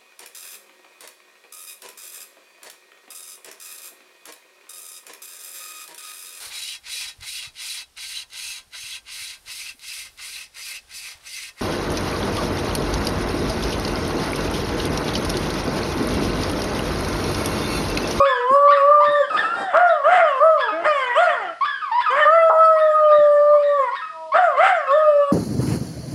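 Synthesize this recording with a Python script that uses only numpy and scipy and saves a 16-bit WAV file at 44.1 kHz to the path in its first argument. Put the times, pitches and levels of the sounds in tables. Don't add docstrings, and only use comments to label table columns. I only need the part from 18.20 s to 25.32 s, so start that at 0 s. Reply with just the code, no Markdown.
import sys
import numpy as np
from scipy import signal
from scipy.fft import rfft, irfft, next_fast_len
from scipy.io import wavfile
from scipy.ndimage import uniform_filter1d, minimum_filter1d

SR = 44100
rng = np.random.default_rng(int(sys.argv[2]) if len(sys.argv) > 2 else 0)


def generate_wav(sig):
    pcm = np.round(np.clip(np.atleast_2d(sig).T, -1, 1) * 32767).astype(np.int16)
    wavfile.write(sys.argv[1], SR, pcm)


N = 313992
BREAK_HZ = 1297
CUTOFF_HZ = 11050


def howls():
    # time_s, pitch_hz, fundamental_db, octave_db
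    first_howl = [(0.0, 562.5, -10.5, -8), (0.072, 557.6, -16, -25), (0.14, 502, -28.5, -17.5),
                  (0.2, 485.8, -22.5, -34.5), (0.264, 497.8, -26.5, -18.5), (0.35, 566, -15.5, -13.5),
                  (0.492, 580.9, -21, -12.5), (0.512, 578.0, -20, -23.5), (0.62, 557, -17.5, -17.5),
                  (0.716, 597, -17, -11), (0.992, 585.9, -20.5, -18), (1.018, 548, -15, -36),
                  (1.042, 530, -30.5, -28), (1.06, 510, -38, -45)]
    long_howl = [(4.05, 582, -19.5, -12), (4.15, 671.5, -15, -14), (4.362, 641.4, -14.5, -21.5),
                 (4.412, 652.8, -17.5, -11), (4.72, 621, -13.5, -27), (4.756, 623.8, -19, -13),
                 (4.854, 613.2, -17, -24), (4.94, 602.5, -12.5, -14), (4.978, 599.5, -11, -28.5),
                 (5.176, 589.2, -14, -20), (5.354, 597.2, -11, -21), (5.418, 586.3, -18.5, -32),
                 (5.562, 576.3, -27, -24.5), (5.602, 550.2, -16, -18.5), (5.7, 465.3, -46.5, -24.5)]
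    last_howl = [(6.67, 533.4, -33.5, -31), (6.714, 547, -17.5, -15), (6.764, 624, -15, -27.5),
                 (6.826, 625.8, -14, -19), (6.952, 585.4, -16, -31), (7.09, 565.3, -29.5, -23),
                 (7.12, 575, -15.5, -18)]
    # pitch_hz, pressed_db
    strain = [(430, -47.5), (500, -59), (560, -55), (595, -62.5), (630, -59), (665, -50.5)]
    out = np.zeros(N)
    for course in (first_howl, long_howl, last_howl):
        at, gate = span(course[0][0], course[-1][0])
        pitch, fundamental_db, octave_db = in_time(course, at / SR)
        out += voice(at, gate, pitch, fundamental_db, octave_db, at_hz(strain, pitch), hoarseness(at))
    return out


def yowls(attack_s=.02, release_s=.011, sag_db_per_s=15.5):
    # start_s, rise_s, fall_s, start_hz, top_hz, end_hz,
    # fall_shape (under 1 drops early), level_db, pressed_db, fade_db (over the fall)
    arches = [ (1.36, 0.034, 0.13, 770, 797, 715, 1.7, -27.5, -54.5, -1),
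              (1.528, 0.087, .235, 542.2, 719.4, 548.4, 1.1, -11.5, -51, 11.5),
              (1.834, 0.11, 0.25, 535, 744, 514.8, 0.9, -14, -45, 2),
              (2.194, 0.074, 0.24, 532.4, 654.4, 430, 1.2, -10.5, -56.5, 11),
              (2.512, 0.14, 0.01, 300.1, 345, 347, 1.0, -26.5, -53.5, -3.5),
              (2.636, 0.037, .275, 429, 625.7, 480.4, .72, -14.5, -37.5, 6.5),
              (2.945, .08, .31, 487, 718, 324, 0.79, -14, -36.5, 22.5),
              (3.895, 0.12, .055, 473.7, 612, 568, 0.74, -15.5, -41.5, 2),
              (6.133, 0.069, .17, 561.4, 738.7, 503, 1.1, -13.5, -52, 6.5),
              (6.36, .115, 0.21, 486.2, 793.7, 532.7, 0.89, -14, -42, 14), ]
    # frequency_hz, gain_db
    throat = [(320, -13), (430, -16), (510, -14.5), (570, -13), (640, -2.5), (740, 0.5), (880, -10),
              (1050, -8.5), (1270, -6.5), (1500, -12.5)]
    out = np.zeros(N)
    for start_s, rise_s, fall_s, start_hz, top_hz, end_hz, shape, level_db, pressed_db, fade_db in arches:
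        at, gate = span(start_s, start_s + rise_s + fall_s + release_s)
        age = (at - at[0]) / SR
        past_top = np.maximum(age - rise_s, 0)
        risen = np.sin(np.pi / 2 * np.minimum(age / rise_s, 1)) ** 1.1
        fallen = np.sin(np.pi / 2 * np.minimum(past_top / fall_s, 1) ** shape) ** 2
        pitch = start_hz + (top_hz - start_hz) * risen + (end_hz - top_hz) * fallen
        envelope = np.minimum(age / attack_s, 1) * np.minimum((age[-1] - age) / release_s, 1)
        slack_db = fade_db * (past_top / fall_s) ** 1.15
        hoarse = hoarseness(at)
        push_db = level_db - slack_db + 5 * (1 - risen)
        press_db = pressed_db - slack_db - 3 * (1 - risen) - sag_db_per_s * past_top + 7 * hoarse
        fundamental_db = push_db + at_hz(throat, pitch)
        octave_db = push_db + at_hz(throat, 2 * pitch)
        rough = hoarse + .12 * fallen
        out += voice(at, gate * envelope, pitch, fundamental_db, octave_db, press_db, rough)
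    return out


def voice(at, gate, pitch, fundamental_db, octave_db, pressed_db, rough,
          waver=.025, jitter=.029, blur_hz=1400, easy_db=-57, rasp_db=22.5):
    # frequency_hz, gain_db
    mouth = [(500, -2.5), (900, -7.5), (1300, 21.5), (1700, 7.5), (2050, 10), (2350, -4.5), (3050, 2),
             (3450, -6), (3850, -25.5), (4900, -16.5), (6000, -27.5), (7800, -17.5), (11000, -35)]
    # frequency_hz, gain_db
    edge_colour = [(2000, -74.5), (3500, -72), (4400, -55), (5200, -59), (6100, -73), (7000, -61),
                   (7600, -61), (8200, -67), (8900, -54.5), (9500, -66), (10100, -61.5), (11000, -63.5)]
    size = len(at)
    phase = phase_of(pitch * (1 + rough * (waver * wobble(32, size) + jitter * wobble(200, size))))
    fundamental, octave, pressed = from_db(fundamental_db), from_db(octave_db), from_db(pressed_db)
    edge = np.hypot(fundamental, octave) * from_db(np.minimum(.86 * (pressed_db - easy_db), 1))
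    overtones = octave * partial(phase, 2)
    for k in range(3, 20):
        hz = k * pitch
        clear = from_db(6.5 * wobble(10.2, size)) / (1 + (rough * hz / blur_hz) ** 2)
        strength = pressed * from_db(at_hz(mouth, hz)) + edge * from_db(at_hz(edge_colour, hz))
        overtones += clear * strength * partial(phase, k)
    tone = fundamental * partial(phase, .99) * (1 + .13 * rough * wobble(140, size))
    alternate = .56 * wobble(25, size) * np.sin(phase / 2)
    tone += overtones * (1 + rough * (.95 * wobble(290, size) + alternate))
    rasp = coloured_noise(mouth, size) * (1 + np.sin(phase) / 2)
    rasp = cut_bass(rasp, 600, order=4)
    out = np.zeros(N)
    out[at] = gate * (tone + from_db(rasp_db) * pressed * rough ** 1.5 * rasp)
    return cut_bass(out, 200)


def hoarseness(at, clear_roughness=.059):
    # middle_s, half_length_s, roughness
    moments = [(1.562, 0.052, 0.79), (1.954, 0.058, 0.72), (2.642, 0.028, 0.37), (3.1, .12, .25),
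               (3.983, .035, 0.45), (6.165, .027, 0.99), (6.465, .045, 0.74)]
    extra = sum(rough * np.exp(-((at / SR - s) / half) ** 2 / 2) for s, half, rough in moments)
    return np.clip(clear_roughness + extra, 0, 1)


def moan(waver=.0027):
    # time_s, pitch_hz, level_db
    course = [(5.86, 346, -73), (5.949, 323, -46), (6.022, 321.2, -38.5), (6.1, 316, -39.5),
              (6.15, 321, -66)]
    # multiple, gain_db
    harmonics = [(1, -23), (2, 1.5), (3, 1.5), (4, -8.5)]
    at, gate = span(course[0][0], course[-1][0])
    pitch, level_db = in_time(course, at / SR)
    phase = phase_of(pitch * (1 + waver * wobble(35, len(at))))
    tone = sum(from_db(db) * partial(phase, round(k)) for k, db in harmonics)
    out = np.zeros(N)
    out[at] = gate * from_db(level_db) * tone
    return out


def whines(attack_s=.0027, jitter=.012, flip_jitter=.08, steady_rasp=.21):
    # start_s, climb_s, upper_s, tail_s, start_hz, top_hz, end_hz,
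    # climb_db, upper_db, tail_db
    calls = [ (0, 0.052, 0.15, 0.055, 1188, 1759, 1240, -22, -30, -34),
             (0.474, .037, 0.049, 0.057, 1036, 1946, 1220, -20.5, -31, -24),
             (.8, 0.044, 0.25, .09, 920, 1860, 1220, -26, -35, -25.5),
             (1.139, 0.026, 0.063, .14, 1215, 1794, 1433, -25, -26.5, -24.5),
             (1.334, 0.015, 0.25, 0.0099, 1300, 1898, 1300, -36, -42.5, -62),
             (1.66, 0.022, 0.081, .05, 1285, 1900, 1300, -51, -38, -52),
             (2.374, 0.026, 0.076, 0.065, 1004, 1747, 1250, -28, -29.5, -23),
             (3.407, 0.044, .16, .125, 1030, 1716, 885, -22.5, -34, -29),
             (3.714, 0.094, 0.045, 0.073, 883, 1785, 1150, -23.5, -32, -20),
             (4.557, 0.032, 0.15, 0.38, 987, 1853, 1400, -32.5, -42, -45.5),
             (4.885, 0.027, .16, .06, 1230, 1892, 1350, -33, -39.5, -57),
             (5.328, 0.096, 0.19, 0.1, 1041, 1910, 900, -37.5, -44, -38.5),
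             (5.708, .045, 0.056, 0.13, 971, 1875, 1260, -29.5, -37, -31.5),
             (6.116, 0.043, 0.048, 0.13, 1034, 1809, 1230, -25.5, -35.5, -35.5),
             (6.668, 0.04, .12, 0.35, 1298, 1848, 1290, -28.5, -39.5, -35.5), ]
    # frequency_hz, gain_db
    mouth = [(700, -21), (1200, -12), (1900, 1), (2600, 2), (3400, 0), (4000, -5), (5000, -2.5),
             (5900, -31), (8000, -24), (11000, -33)]
    out = np.zeros(N)
    for start_s, climb_s, upper_s, tail_s, *pitches_and_levels in calls:
        at, gate = span(start_s, start_s + climb_s + upper_s + tail_s)
        age = (at - at[0]) / SR
        pitch, level_db, octave_db = whine_course(age, climb_s, upper_s, tail_s, *pitches_and_levels)
        glide_speed = uniform_filter1d(np.abs(np.gradient(np.log(pitch))) * SR, size=700)
        flip = np.clip(glide_speed / 19, 0, 1) ** 2
        waver = (.008 + .02 * np.clip(pitch / BREAK_HZ - 1, 0, 1)) * wobble(70, len(at))
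        shake = (jitter + flip_jitter * flip) * wobble(420, len(at))
        phase = phase_of(pitch * (1 + waver + shake))
        overtones = partial(phase, 2)
        for k in range(3, 7):
            overtones += from_db(at_hz(mouth, k * pitch) - 10) * partial(phase, k)
        tone = from_db(level_db) * partial(phase, .99) + from_db(octave_db) * overtones
        rasp = from_db(octave_db) * (flip + steady_rasp) * coloured_noise(mouth, len(at))
        out[at] += gate * np.minimum(age / attack_s, 1) * ((1 - flip / 2) * tone + rasp)
    return out


def whine_course(age, climb_s, upper_s, tail_s, start_hz, top_hz, end_hz, climb_db, upper_db, tail_db,
                 flip_s=.012, low_octave_db=-18.5, upper_octave_db=-8.5):
    up, down = climb_s, climb_s + upper_s
    pitch, level_db, octave_offset_db = in_time([
        (0, start_hz, climb_db, low_octave_db),
        (up, min(start_hz * 1.19, BREAK_HZ), climb_db, low_octave_db),
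        (up + flip_s, top_hz * .97, upper_db, upper_octave_db),
        (up + flip_s + .25 * upper_s, top_hz, upper_db, upper_octave_db),
        (down, top_hz * .86, upper_db - 12, upper_octave_db),
        (down + flip_s, BREAK_HZ, tail_db, low_octave_db),
        (down + tail_s, end_hz, tail_db - 11.5, low_octave_db)], age)
    return pitch, level_db, level_db + octave_offset_db


def yap():
    # start_s, length_s, level_db
    puffs = [(4.297, 0.026, -8.5)]
    # centre_hz, width_hz, gain_db
    throat = [(590, 240, -23.5), (915, 310, -14), (1285, 130, -8)]
    return bursts(puffs, throat, attack_s=.00094)


def bumps():
    # start_s, length_s, level_db
    knocks = [(.305, 0.021, -31.5), (.875, 0.029, -37), (4.98, 0.029, -40)]
    # centre_hz, width_hz, gain_db
    floor = [(137, 17, 5), (247, 32, 2), (355, 130, 1.8)]
    return bursts(knocks, floor, attack_s=.003)


def ticks():
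    # start_s, length_s, level_db
    events = [(1.571, .002, -21), (4.108, .002, -40), (4.268, .002, -44)]
    # centre_hz, width_hz, gain_db
    resonances = [(1540, 590, 0), (3420, 2200, -10), (7500, 3300, -24)]
    return bursts(events, resonances, attack_s=.0002)


def shuffling():
    # time_s, level_db
    loudness = [(0, -87.5), (1.06, -50.5), (1.14, -30.5), (1.25, -31), (1.32, -37), (1.42, -27), (1.5, -45),
                (1.6, -71.5), (7.12, -84.5)]
    # frequency_hz, gain_db
    colour = [(60, -16), (130, -2.5), (300, 8.5), (700, 16), (1500, 6.5), (3000, -21.5), (5000, -7.5),
              (6200, -23.5), (8000, -13), (11000, -27.5)]
    level_db, = in_time(loudness, np.arange(N) / SR)
    return from_db(level_db) * coloured_noise(colour, N)


def room_ring(x, count=12):
    # frequency_hz, ring_s
    ring_times = [(200, 0.099), (700, 0.4), (1600, 0.46), (4000, 0.42), (10000, 0.14)]
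    # frequency_hz, gain_db
    beam = [(300, -13), (600, 3.5), (1100, 1.5), (1700, 8), (3500, 0), (5000, 1), (8000, 4)]
    size = next_fast_len(N + SR)
    hz = np.fft.rfftfreq(size, 1 / SR)
    ring_s, response = at_hz(ring_times, hz), 0
    paths_s = np.geomspace(.0173, .0471, count)
    arrivals_s = np.roll(np.geomspace(.0041, .033, count), 5)
    for k, (path_s, first_s) in enumerate(zip(paths_s, arrivals_s)):
        round_trip = from_db(-60 * path_s / ring_s) * np.exp(-2j * np.pi * hz * path_s)
        response += (-1) ** k * np.exp(-2j * np.pi * hz * first_s) / (1 - round_trip)
    response /= np.sqrt(np.mean(np.abs(response[hz < CUTOFF_HZ / 2]) ** 2))
    return irfft(rfft(x, size) * response * from_db(at_hz(beam, hz)), size)[:N]


def room_hush(level_db=-56):
    # frequency_hz, gain_db
    colour = [(30, -24), (70, -11), (130, 0), (200, -3), (500, 0.5), (1300, -10.5), (3000, -1.5),
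              (5000, -3.5), (6200, -12), (11000, -15.5)]
    return from_db(level_db) * coloured_noise(colour, N)


def bursts(events, resonances, attack_s):
    t, white = np.arange(N) / SR, rng.standard_normal(N)
    tone = push = 0
    for hz, width, db in resonances:
        band = signal.butter(3, [hz - width / 2, hz + width / 2], "band", fs=SR, output="sos")
        tone += from_db(db) * signal.sosfilt(band, white)
    for start_s, length_s, db in events:
        age = np.maximum(t - start_s, 0)
        push += from_db(db) * (1 - np.exp(-age / attack_s)) * np.exp(-(age / length_s) ** 2 / 2)
    return push * rms_one(tone)


def from_db(db):
    return 10 ** (np.asarray(db) / 20)


def rms_one(x):
    return x / np.sqrt(np.mean(x ** 2) + 1e-20)


def in_time(rows, t):
    times, *columns = np.transpose(rows)
    return [np.interp(t, times, column) for column in columns]


def at_hz(points, hz):
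    known, value = np.transpose(points)
    return np.interp(np.log(np.maximum(hz, 1)), np.log(known), value)


def span(start_s, end_s, fade_s=.006):
    at = np.arange(max(int(start_s * SR), 0), min(int(end_s * SR), N))
    return at, np.clip(np.minimum(at - at[0], at[-1] - at) / (fade_s * SR), 0, 1)


def wobble(rate_hz, size):
    low = signal.butter(2, rate_hz, fs=SR, output="sos")
    return rms_one(signal.sosfilt(low, rng.standard_normal(size + SR // 2))[SR // 2:])


def coloured_noise(spectrum, size):
    length = next_fast_len(size)
    gain = from_db(at_hz(spectrum, np.fft.rfftfreq(length, 1 / SR)))
    return rms_one(irfft(rfft(rng.standard_normal(length)) * gain, length)[:size])


def cut_bass(x, hz, order=2):
    return signal.sosfilt(signal.butter(order, hz, "high", fs=SR, output="sos"), x)


def phase_of(pitch):
    return 2 * np.pi * np.cumsum(pitch) / SR


def partial(phase, multiple):
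    return np.sqrt(2) * np.sin(multiple * phase)


def scene(howl_db=-.5, yowl_db=.5, whine_db=5, near_room_db=-8, far_room_db=-6):
    near = from_db(howl_db) * howls() + from_db(yowl_db) * yowls() + moan()
    far = from_db(whine_db) * whines()
    near += yap() + bumps()
    ring = room_ring(from_db(near_room_db) * near + from_db(far_room_db) * far)
    return (near + far + ring + ticks() + shuffling() + room_hush())[None]


def record(dry, low_cut_hz=45, ceiling=.66, release_db_per_s=40):
    x = cut_bass(dry[0], low_cut_hz)
    over_db = 20 * np.log10(np.maximum(np.abs(x) / ceiling, 1))
    release_db = release_db_per_s * np.arange(N) / SR
    held_db = np.maximum.accumulate(over_db + release_db) - release_db
    smooth_gain_db = uniform_filter1d(minimum_filter1d(-held_db, size=131), size=131)
    treble_cut = signal.ellip(12, .1, 80, CUTOFF_HZ, fs=SR, output="sos")
    return signal.sosfilt(treble_cut, x * from_db(smooth_gain_db))[None]


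dry = scene()
out = record(dry)
generate_wav(out)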